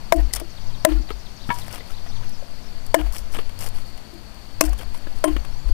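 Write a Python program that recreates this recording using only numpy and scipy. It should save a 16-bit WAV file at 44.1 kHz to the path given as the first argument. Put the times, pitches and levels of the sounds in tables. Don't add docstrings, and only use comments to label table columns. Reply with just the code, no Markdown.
import sys
import numpy as np
from scipy import signal
from scipy.fft import rfft, irfft
from scipy.io import wavfile
from scipy.ndimage import uniform_filter1d

SR = 44100
rng = np.random.default_rng(int(sys.argv[2]) if len(sys.argv) > 2 else 0)


def gain_from_db(level_db):
    decades = np.asarray(level_db, float) / 20
    return 10 ** decades


def wav_record(signal):
    frames = np.transpose(np.atleast_2d(signal))
    bounded = np.clip(frames, -1, 1)
    quanta = np.round(bounded * 32767).astype(np.int16)
    wavfile.write(sys.argv[1], SR, quanta)


N = 252680
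T = np.arange(N) / SR
MONO_DB = 2.5


def unit(x):
    return x / np.sqrt(np.mean(x ** 2))


def colour(shape):
    hz, db = np.transpose(shape)
    freq_hz = np.maximum(np.arange(N // 2 + 1) * SR / N, 1)
    gain = gain_from_db(np.interp(np.log(freq_hz), np.log(hz), db))
    return unit(irfft(rfft(rng.standard_normal(N)) * gain, N))


def noise_band(lo_hz, hi_hz):
    sos = signal.butter(2, [lo_hz, hi_hz], "band", fs=SR, output="sos")
    return unit(signal.sosfilt(sos, rng.standard_normal(N)))


def walk(rate_hz):
    hold = int(SR / rate_hz)
    steps = np.repeat(rng.standard_normal(N // hold + 1), hold)
    return unit(uniform_filter1d(uniform_filter1d(steps, hold), hold)[:N])


def curve(rows, column=1, outside=-120):
    rows = np.array(rows)
    return np.interp(T, rows[:, 0], rows[:, column], outside, outside)


def add(out, start_s, x):
    i = max(int(start_s * SR), 0)
    out[i:i + len(x)] += x[:N - i]


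def fade(db, t60_s, rise_s=0.0012):
    t = T[:int(SR * min(t60_s, 1))]
    return gain_from_db(db - 60 * t / t60_s) * (1 - np.exp(-t / rise_s))


def ring(hz, db, t60_s, rise_s=0.001, pinch=0):
    pinch_s = 0.0038
    shape = fade(db, t60_s, rise_s)
    t = T[:len(shape)]
    return shape * np.sin(2 * np.pi * hz * (t - pinch * pinch_s * (1 - np.exp(-t / pinch_s))))


# freq_hz, level_db
HISS = [(10, 26), (25, 10), (100, 9), (400, 3), (3200, -1.5), (15300, 0.5), (15800, -40)]


def input_hiss():
    return colour(HISS) * gain_from_db(-57.5)


# freq_hz, level_db
AIR = [(15, -76), (25, 1.5), (59, -14), (223, -18), (476, -25.5), (624, -22), (734, -23), (1130, -28),
       (3720, -33.5), (4610, -39), (5730, -38.5), (14800, -47), (16000, -71)]
# time_s, level_db
GUST = [(0.0, -19.5), (0.45, -32.5), (0.65, -24), (1.05, -35), (1.72, -24.5), (2.28, -19.5), (2.46, -33),
        (2.71, -20.5), (2.97, -25), (3.3, -19), (3.6, -28), (3.88, -23), (4.0, -37), (4.62, -31.5),
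        (5.09, -20), (5.37, -23), (5.5, -14), (5.73, -37)]


def hillside():
    gust_db = curve(GUST)
    breeze_db = uniform_filter1d(gust_db, size=SR // 2)
    breeze_db = breeze_db - breeze_db.mean()
    hush_db = -39 + MONO_DB - 1.5 + 0.096 * breeze_db + 0.14 * walk(4.87)
    hush = colour(AIR) * gain_from_db(hush_db)
    return hush + noise_band(3.9, 10.0) * gain_from_db(gust_db + MONO_DB)


# time_s, firing_hz, level_db
ENGINE = [(0.0, 147.7, -41), (0.37, 113, -43), (0.57, 78.5, -45), (0.77, 122.1, -39.5), (1.3, 74, -62),
          (1.52, 105.5, -42.5), (1.75, 106.4, -41), (1.9, 75.55, -46), (2.05, 82.2, -44),
          (2.22, 110.8, -39.5), (2.65, 74.1, -65), (2.97, 112, -39), (3.25, 77.9, -45), (3.5, 79.8, -46),
          (3.72, 113.7, -39.5), (4.2, 72.2, -69), (4.6, 102.7, -46.5), (5.15, 98, -50)]


def engine():
    last_s, last_hz, last_db = ENGINE[-1]
    pull_away_hz_per_s = 75
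    end = (T[-1], last_hz + pull_away_hz_per_s * (T[-1] - last_s), last_db + 6.5)
    blips = ENGINE + [end]
    hz = uniform_filter1d(curve(blips, outside=100), size=SR // 20)
    phase = 2 * np.pi * np.cumsum(hz * (1 + 0.016 * walk(21.94))) / SR
    tone = np.sin(phase) + gain_from_db(-13) * np.sin(4 / 3 * phase) + gain_from_db(-15) * np.sin(2 * phase)
    roar = gain_from_db(-18) * noise_band(800, 1100) * (hz / 100) ** 2
    slowing = np.clip(-np.gradient(hz) * SR / 100, 0, 1)
    level_db = curve(blips, column=2) + 7.5 - 6 * slowing + 2 * walk(23.15)
    return (tone + roar) * gain_from_db(level_db)


# pitch_hz, level_db
PUMP = [(53, -41.5), (107, -49.5), (160, -55.5), (212, -51.5), (265, -58)]


def pump():
    hum = np.zeros(N)
    for hz, db in PUMP:
        level = gain_from_db(db + 2.45 * walk(5.4))
        hum += level * np.sin(2 * np.pi * hz * T + walk(3.68))
    return hum


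def insects_and_flock():
    flock = noise_band(4000, 5170) * gain_from_db(-57.5 + 1.3 * walk(40))
    insects = noise_band(4296, 4694) * gain_from_db(-50 + 2.4 * walk(120) + 0.63 * walk(15))
    thinning_db = np.interp(T, [3.1, 3.7], [0, -5])
    chorus = noise_band(4800, 6300) * gain_from_db(-61 + thinning_db + 3.1 * walk(25.03))
    return flock + insects + chorus


# delay_s, from_hz, to_hz, length_s, level_db
NOTES = [(-.004, 7100, 4660, 0.026, 0), (0.059, 5300, 3097, 0.027, 3.5)]
# start_s, from_hz, to_hz, length_s, level_db
CHEEPS = [(1.39, 3270, 4630, 0.043, -42), (1.93, 3400, 4350, .025, -43), (2.115, 3337, 4500, 0.023, -42),
          (2.12, 6310, 6000, 0.076, -51), (2.2, 6400, 5860, .06, -54), (.69, 3900, 3000, .025, -47),
          (.9, 4800, 3190, .03, -46), (1.42, 5000, 3310, .03, -52), (1.6, 4800, 3290, 0.033, -43),
          (2.075, 6200, 4720, 0.021, -44), (2.55, 5620, 4160, 0.018, -45), (3.3, 6300, 5290, .05, -48),
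          (2.32, 6130, 4610, 0.036, -42.5), (2.37, 6840, 5940, 0.046, -52), (2.62, 6450, 4600, 0.022, -47),
          (2.655, 6040, 4930, 0.032, -45.5), (4.41, 6800, 4740, 0.017, -51),
          (5.365, 6300, 6160, 0.086, -54), (5.5, 5060, 5890, .05, -49), (5.55, 5860, 7170, 0.059, -52),
          (5.6, 7240, 7000, .12, -62)]


def birds():
    calls = list(CHEEPS)
    for i in range(10):
        phrase_s = .502 + i * (.168 + i * .0009)
        for delay_s, from_hz, to_hz, length_s, db in NOTES:
            calls.append((phrase_s + delay_s, from_hz, to_hz, length_s, db - 44.5))
    for a, b, c in rng.random((130, 3)):
        calls.append((2.7 * a, 5200 + 1600 * b, 3600 + 1500 * b, .03, -55 + 4 * c))
    out = np.zeros(N)
    warble = 1.2 * walk(700)
    for start_s, from_hz, to_hz, length_s, db in calls:
        size = int(length_s * SR)
        phase = 2 * np.pi * np.cumsum(np.geomspace(from_hz, to_hz, size)) / SR
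        phase = phase + warble[int(start_s * SR):][:size]
        shape = np.hanning(size) ** 0.11 * np.linspace(.55, 1.2, size)
        add(out, start_s, gain_from_db(db) * shape * np.sin(phase))
    trees = fade(-32, 0.25, rise_s=0.0031)
    trees = trees * rng.standard_normal(len(trees))
    return out + signal.fftconvolve(out, trees)[:N]


# start_s, end_s, bright_db, woody_db
RUSTLES = [(0.12, 0.15, -27, -50), (0.153, 0.175, -43, -60), (0.343, 0.361, -44, -64),
           (0.359, 0.414, -53, -44), (0.879, 0.95, -68, -44), (1.081, 1.13, -64, -46),
           (1.5, 1.64, -46, -48), (1.614, 1.71, -52.5, -50), (1.695, 1.803, -49, -41),
           (1.85, 1.955, -55.5, -52), (2.056, 2.087, -64, -47.5), (2.22, 2.27, -68, -47.5),
           (2.947, 3.026, -56, -40), (3.122, 3.188, -42, -52), (3.142, 3.173, -50, -41),
           (3.168, 3.226, -51, -64), (3.31, 3.388, -47, -57), (3.335, 3.376, -70.5, -37.5),
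           (3.373, 3.43, -55, -45), (3.588, 3.7, -41.5, -43), (3.725, 3.838, -52, -49.5),
           (3.848, 3.92, -59, -69.5), (4.608, 4.637, -30, -55), (4.637, 4.67, -41, -50),
           (1.46, 1.5, -55, -70), (4.783, 4.844, -49.5, -42.5), (4.927, 4.999, -51, -53),
           (5.147, 5.217, -54.5, -54), (5.24, 5.248, -36, -38), (5.298, 5.33, -60, -55),
           (5.669, 5.716, -56, -49.5)]
# start_s, end_s, bright_db, green_db, woody_db
TEARS = [(0.1227, 0.127, -24, -12, -12), (0.8494, 0.8519, 0, -18, -13), (0.852, 0.855, -28, -34, -20),
         (2.9424, 2.951, -8.5, -13, -20), (4.609, 4.615, -3, -13, -6), (5.24, 5.243, -41, -27, -24),
         (5.242, 5.2447, -28, -19, -22)]
# start_s, bright_db, woody_relative_db, t60_s
BREAK = [(.3308, -30, -14, .012), (.336, -17, -14, .014), (.3378, -20, -16, .022), (.3499, -23, -14, .022),
         (.359, -25, -12, .014), (.3618, -25, -8, .02), (.3655, -29, -8, .03), (.3988, -33, -4, .045)]
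# start_s, level_db
SNAPS = [(1.727, -35), (1.747, -36), (1.8774, -59), (2.2934, -41.5), (2.8646, -36.5), (2.9645, -33),
         (3.1245, -35.5), (3.133, -45), (3.3455, -37), (3.5977, -46), (3.6077, -37), (1.5427, -44),
         (1.7123, -48), (3.183, -34), (3.1897, -46), (3.494, -46), (3.59, -34), (3.634, -40), (3.6433, -45),
         (3.688, -36.5), (3.9758, -43), (4.1396, -48), (4.3439, -47), (4.618, -20), (4.638, -25),
         (4.652, -30), (4.664, -35), (4.657, -36), (4.6715, -42), (4.6928, -35.5), (4.732, -36.5),
         (4.779, -41), (4.7875, -37), (4.9441, -49), (5.45, -41)]
# start_s, level_db
TAPS = [(0.1915, -53), (0.8877, -29), (1.1029, -26), (1.491, -29), (1.5023, -22.5), (1.513, -26),
        (1.561, -36), (1.8063, -38), (2.986, -38), (3.347, -37), (3.3871, -24), (3.457, -40),
        (3.4935, -34.5), (3.9756, -39), (4.638, -27), (4.8104, -41), (4.9444, -34.5), (5.0701, -33),
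        (5.279, -25), (5.3644, -23), (5.448, -35.5), (5.526, -40)]
# start_s, level_db
GREEN_SNAPS = [(.162, -36), (.8873, -37), (4.6095, -8), (4.612, -14), (4.638, -26), (4.621, -24),
               (2.9435, -12), (5.248, -35), (5.2795, -38), (5.333, -48)]
# freq_hz, level_db
BARK = [(3500, -11), (5200, 4), (6600, -2.5), (9300, 3.5), (11500, -0.5), (15300, -3), (15900, -55)]
# freq_hz, level_db
TWIG = [(200, -6), (420, -2.5), (700, -2), (1250, -4), (1600, -6.5), (2100, -6), (2600, -7.5), (3200, -6),
        (4200, -19.5), (6500, -27.5)]
# freq_hz, level_db
GREEN = [(4000, -9), (6000, -3), (9500, 4), (11000, -12), (15300, -18), (15900, -55)]


def twigs():
    bright, green, woody, rub, drag = np.zeros((5, N))
    clicks = list(BREAK)
    clicks += [(s, db, -14, 0.03) for s, db in SNAPS]
    clicks += [(s, db - 27, 27, 0.021) for s, db in TAPS]
    for s, db, wood_db, t60_s in clicks:
        add(bright, s, fade(db - 2, t60_s, rise_s=.00015))
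        add(bright, s, fade(db + 4, .005, rise_s=.0001))
        add(woody, s, fade(db + wood_db + 1, 1.6 * t60_s, rise_s=.0008))
    for s, db in GREEN_SNAPS:
        add(green, s, fade(db + 3, .022, rise_s=.0002))
    rubs = [(start, end, db, -99, wood_db) for start, end, db, wood_db in RUSTLES]
    for start, end, db, green_db, wood_db in rubs + TEARS:
        shape = signal.windows.tukey(int((end - start) * SR), .5)
        add(rub, start, gain_from_db(db) * shape)
        add(green, start, gain_from_db(green_db) * shape)
        add(drag, start, gain_from_db(wood_db) * shape)
    grain = gain_from_db(4.5 * walk(800) + 1.1 * walk(120))
    dry_fibre = (bright + rub * grain) * colour(BARK)
    wood = (woody + drag * grain) * colour(TWIG)
    return gain_from_db(MONO_DB) * (dry_fibre + wood + green * colour(GREEN))


# start_s, crack_db, stem_hz, stem_db, limiter_dive_db
CHOPS = [
    (0.1231, 1.5, 662, 9, 23),
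    (0.8491, 0, 633, 15, 23.5),
    (2.9432, 3.5, 668, 17, 22.5),
    (4.6096, -5, 653, 4.5, 17.5),
    (5.241, -9.5, 627.6, 6, 12.5),
]
PINCH = [.02, 0.08, .2, 0.11, 0.041]
# touch_s, how long the edge touches bark before it bites
TOUCH_S = [0.00059, 0.0017, 0.00061, .0008, .001]
STEM_RING = [1, 0.97, .8, 0.94, 0.92]
# pitch_ratio, level_db, t60_s
STEM = [(1.002, 3.5, 0.056), (.93, -26, 0.0058), (1.069, -29, 0.14), (1.588, -7.5, 0.042),
        (2.08, -13, 0.03), (2.6, -18, 0.036), (3.1, -17.5, 0.035)]
# freq_hz, level_db
CRACK = [(250, -49), (500, 0), (800, -8), (1400, -4.5), (2150, -6), (2450, -22), (3200, -24), (4500, -18),
         (9000, -22.5)]
# start_s, pitch_hz, level_db, t60_s
BITES = [(.1232, 662, 7.5, 0.084), (.1233, 985, 19, .02), (.1232, 678, -1, .14), (.132, 1040, -12, .06),
         (.3365, 2000, -14.5, 0.018), (0.31, 2030, -23, 0.011), (.8497, 2070, 10, 0.016),
         (.8497, 1706, 16.5, 0.014), (2.9436, 966, 16.5, 0.021), (.8497, 3300, 2, .014),
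         (2.944, 2090, 12, 0.014), (2.947, 6200, -16, 0.045), (2.947, 7700, -10, .04),
         (4.61, 2520, 9.5, 0.02), (4.61, 2146, 9.5, 0.016), (4.61, 3000, -3, 0.023),
         (4.61, 1130, 13, 0.019), (4.6095, 550, 0.5, 0.029), (2.9435, 530, 9.5, .016),
         (2.944, 1840, 12, 0.017), (.8495, 980, 10.5, 0.02), (.8495, 1957, 14.5, 0.019),
         (.8495, 1325, 11, 0.016), (.8497, 2200, 9, 0.013), (.1233, 1656, 9, .014), (2.944, 1375, 7, 0.015),
         (.8497, 1500, 8, .012), (.1233, 2174, 12, 0.014), (2.944, 9100, 6, .012), (5.2411, 1047, -7, 0.11)]


def stems():
    stem, bite, crack = np.zeros((3, N))
    for (s, crack_db, hz, stem_db, _), pinch, touch_s, share in zip(CHOPS, PINCH, TOUCH_S, STEM_RING):
        add(crack, s - touch_s, fade(crack_db - 14, .01))
        add(crack, s, fade(crack_db + 15.5, 0.025, rise_s=0.0063))
        for ratio, db, t60_s in STEM:
            add(stem, s, ring(hz * ratio, stem_db + db, t60_s * share, pinch=pinch))
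    for s, hz, db, t60_s in BITES:
        add(bite, s, ring(hz, db, t60_s))
    rattle = gain_from_db(1.5 * walk(200))
    no_bass = signal.butter(2, 420, "high", fs=SR, output="sos")
    return signal.sosfilt(no_bass, stem * rattle + crack * colour(CRACK) + bite)


# start_s, level_db, t60_s
LOG_LOW = [(.123, -3, .2), (.415, -35, .14), (.85, -3, .29), (2.945, 3.5, .15), (4.13, -33, .29),
           (4.611, 3, .14), (5.242, 2, .19), (5.275, -8, .08)]
# start_s, pitch_hz, level_db, t60_s
LOG_UP = [(.123, 336, -1, .15), (.415, 340, -23.5, .14), (.8495, 332.3, -7, .27), (2.945, 339.4, -3, .13),
          (4.13, 342, -34, .29), (4.611, 339, -8, .11), (5.242, 353.5, -11, .15), (5.275, 340, -8.5, .072)]
# start_s, pitch_hz, level_db
KNOCKS = [(.191, 1830, -29), (.195, 680, -22), (.415, 615, -20.5), (.415, 450, -21.5), (.921, 665, -21),
          (1.106, 430, -18), (1.104, 1296, -21.5), (1.805, 2020, -26.5), (1.805, 443, -26),
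          (2.424, 570, -23.5), (3.389, 453, -17.5), (3.387, 1164, -17.5), (4.802, 504, -29),
          (4.813, 1500, -31), (1.9, 1350, -31), (2.068, 1900, -33), (2.062, 700, -30), (2.1, 790, -30),
          (2.235, 1550, -33), (2.232, 1150, -34), (3.371, 240, -22), (3.379, 310, -27), (3.135, 1100, -26),
          (3.345, 3300, -29), (1, 244, -22), (4.945, 960, -26), (5.069, 1690, -26.5), (5.068, 577, -22.5),
          (5.07, 312, -19), (5.363, 302, -11.5), (5.698, 273, -21)]
# start_s, pitch_hz, level_db, t60_s
CHIPS = [(.89, 1350, -28, 0.045), (.97, 1400, -36, .08), (2.955, 2950, -16, .05), (2.957, 1030, -20, .03),
         (2.964, 1734, -14, .04), (2.986, 620, -20, 0.045), (2.987, 2880, -28, 0.053),
         (2.988, 3230, -29, 0.045), (2.988, 1600, -27, .05), (2.99, 956, -26, .06), (3.015, 694, -26, .04),
         (3.015, 1420, -31, .04), (4.618, 1050, -15, 0.057), (4.622, 2720, -25, 0.087),
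         (4.638, 1480, -23, .05), (4.64, 656, -17, 0.057), (4.676, 1470, -34, .04),
         (4.687, 719, -26.5, .04), (4.699, 720, -30, .03), (4.731, 1132, -26.5, 0.028),
         (4.79, 3282, -28.5, .03), (5.272, 3110, -26, 0.075), (5.275, 1070, -18, 0.056),
         (5.275, 695, -16, 0.065)]
# pitch_hz, level_db, t60_s
BLADE = [(3140, -16, .1), (9300, -2, .06)]
# start_s, level_db
BLADE_RINGS = [(2.943, -20), (5.2417, -3.5), (5.279, -35)]


def log_and_loose_wood():
    out = np.zeros(N)
    for s, db, t60_s in LOG_LOW:
        add(out, s, ring(308.4, db, t60_s, rise_s=0.018))
    for s, hz, db, t60_s in LOG_UP:
        add(out, s, ring(hz, db, t60_s, rise_s=0.003))
    rings = CHIPS + [(s, hz, db, 0.033) for s, hz, db in KNOCKS]
    for s, blow_db in BLADE_RINGS:
        rings += [(s, hz, db + blow_db, t60_s) for hz, db, t60_s in BLADE]
    for s, hz, db, t60_s in rings:
        add(out, s, ring(hz, db, t60_s))
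    return out * gain_from_db(1.3 * walk(70))


# freq_hz, level_db
WOOD = [(450, 0.5), (680, 8.5), (850, 3.5), (1040, 1), (1400, -5), (1750, 0.5), (2100, -5), (2600, -3.5),
        (3100, -6), (3600, -17.5)]


def splinters():
    tail = np.zeros(N)
    for s, *_ in CHOPS:
        add(tail, s, fade(-29, 0.43, rise_s=0.0021))
    return tail * colour(WOOD) * gain_from_db(4.7 * walk(100))


# crest_s, pitch_hz, level_db
THUDS = [(0.221, 47, -8), (0.9655, 44.2, -8.5), (3.061, 44.7, -12), (4.706, 46.7, -10.5),
         (5.358, 47.3, -13.5)]
# crest_s, pitch_hz, level_db, length_s
JOLTS = [(5.676, 39.7, -8, 0.072), (5.718, 21.3, -3, 0.044)]


def thuds():
    out = np.zeros(N)
    thud_s = .19
    waves = list(JOLTS)
    for s, hz, db in THUDS:
        waves.append((s, hz, db, thud_s))
        waves.append((s + .167, 46.7, db - 15, thud_s))
    for s, hz, db, length_s in waves:
        swell = np.hanning(int(length_s * SR))
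        t = T[:len(swell)] - length_s / 2
        add(out, s - length_s / 2, gain_from_db(db) * swell * np.cos(2 * np.pi * hz * t))
    return out


# pitch_hz, level_db, t60_s
BUTT = [(240, -13, 0.033), (160, -18, 0.044), (480, -22, .02), (800, -23, .02), (1300, -20, 0.045)]
# pitch_hz, level_db, t60_s
DROP = [(964, -11, 0.16), (812, -27, .058), (1120, -19.5, 0.082), (1346, -16.5, .05), (1448, -24, .059),
        (1680, -16.5, 0.076), (1770, -14.5, 0.05), (2234, -19, 0.075), (2573, -26, .049), (141, -22, 0.046)]


def dropped_stem():
    out = np.zeros(N)
    land_s, butt_lead_s = 1.5024, .0115
    for start_s, modes in [(land_s - butt_lead_s, BUTT), (land_s, DROP)]:
        for hz, db, t60_s in modes:
            add(out, start_s, ring(hz, db, t60_s, rise_s=0.00052))
    return out


def scene():
    far = hillside() + engine() + pump() + insects_and_flock() + birds()
    near = twigs() + stems() + log_and_loose_wood() + splinters() + thuds() + dropped_stem()
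    return np.array([far + near, np.zeros(N)])


DIVE_S = [0, .0015, .0026, .013, .018, .052]
DIVE_SHARE = [0.0029, 0.24, 0.76, 0.83, 0.52, 0.0061]


def limiter(x):
    dive_db = np.zeros(N)
    for s, _, _, _, depth_db in CHOPS:
        dive_db += depth_db * np.interp(T - s, DIVE_S, DIVE_SHARE)
    return np.clip(x * gain_from_db(-dive_db), -.9, .9)


def top_cut(x):
    return signal.sosfilt(signal.butter(12, 16450, fs=SR, output="sos"), x)


def record(dry):
    right_only = np.array([[0], [1]])
    limited = limiter(dry + right_only * input_hiss())
    treble_end = signal.ellip(8, .2, 60, 15500, fs=SR, output="sos")
    mix = signal.sosfilt(treble_end, limited)
    return top_cut(mix)


dry = scene()
out = record(dry)
wav_record(out)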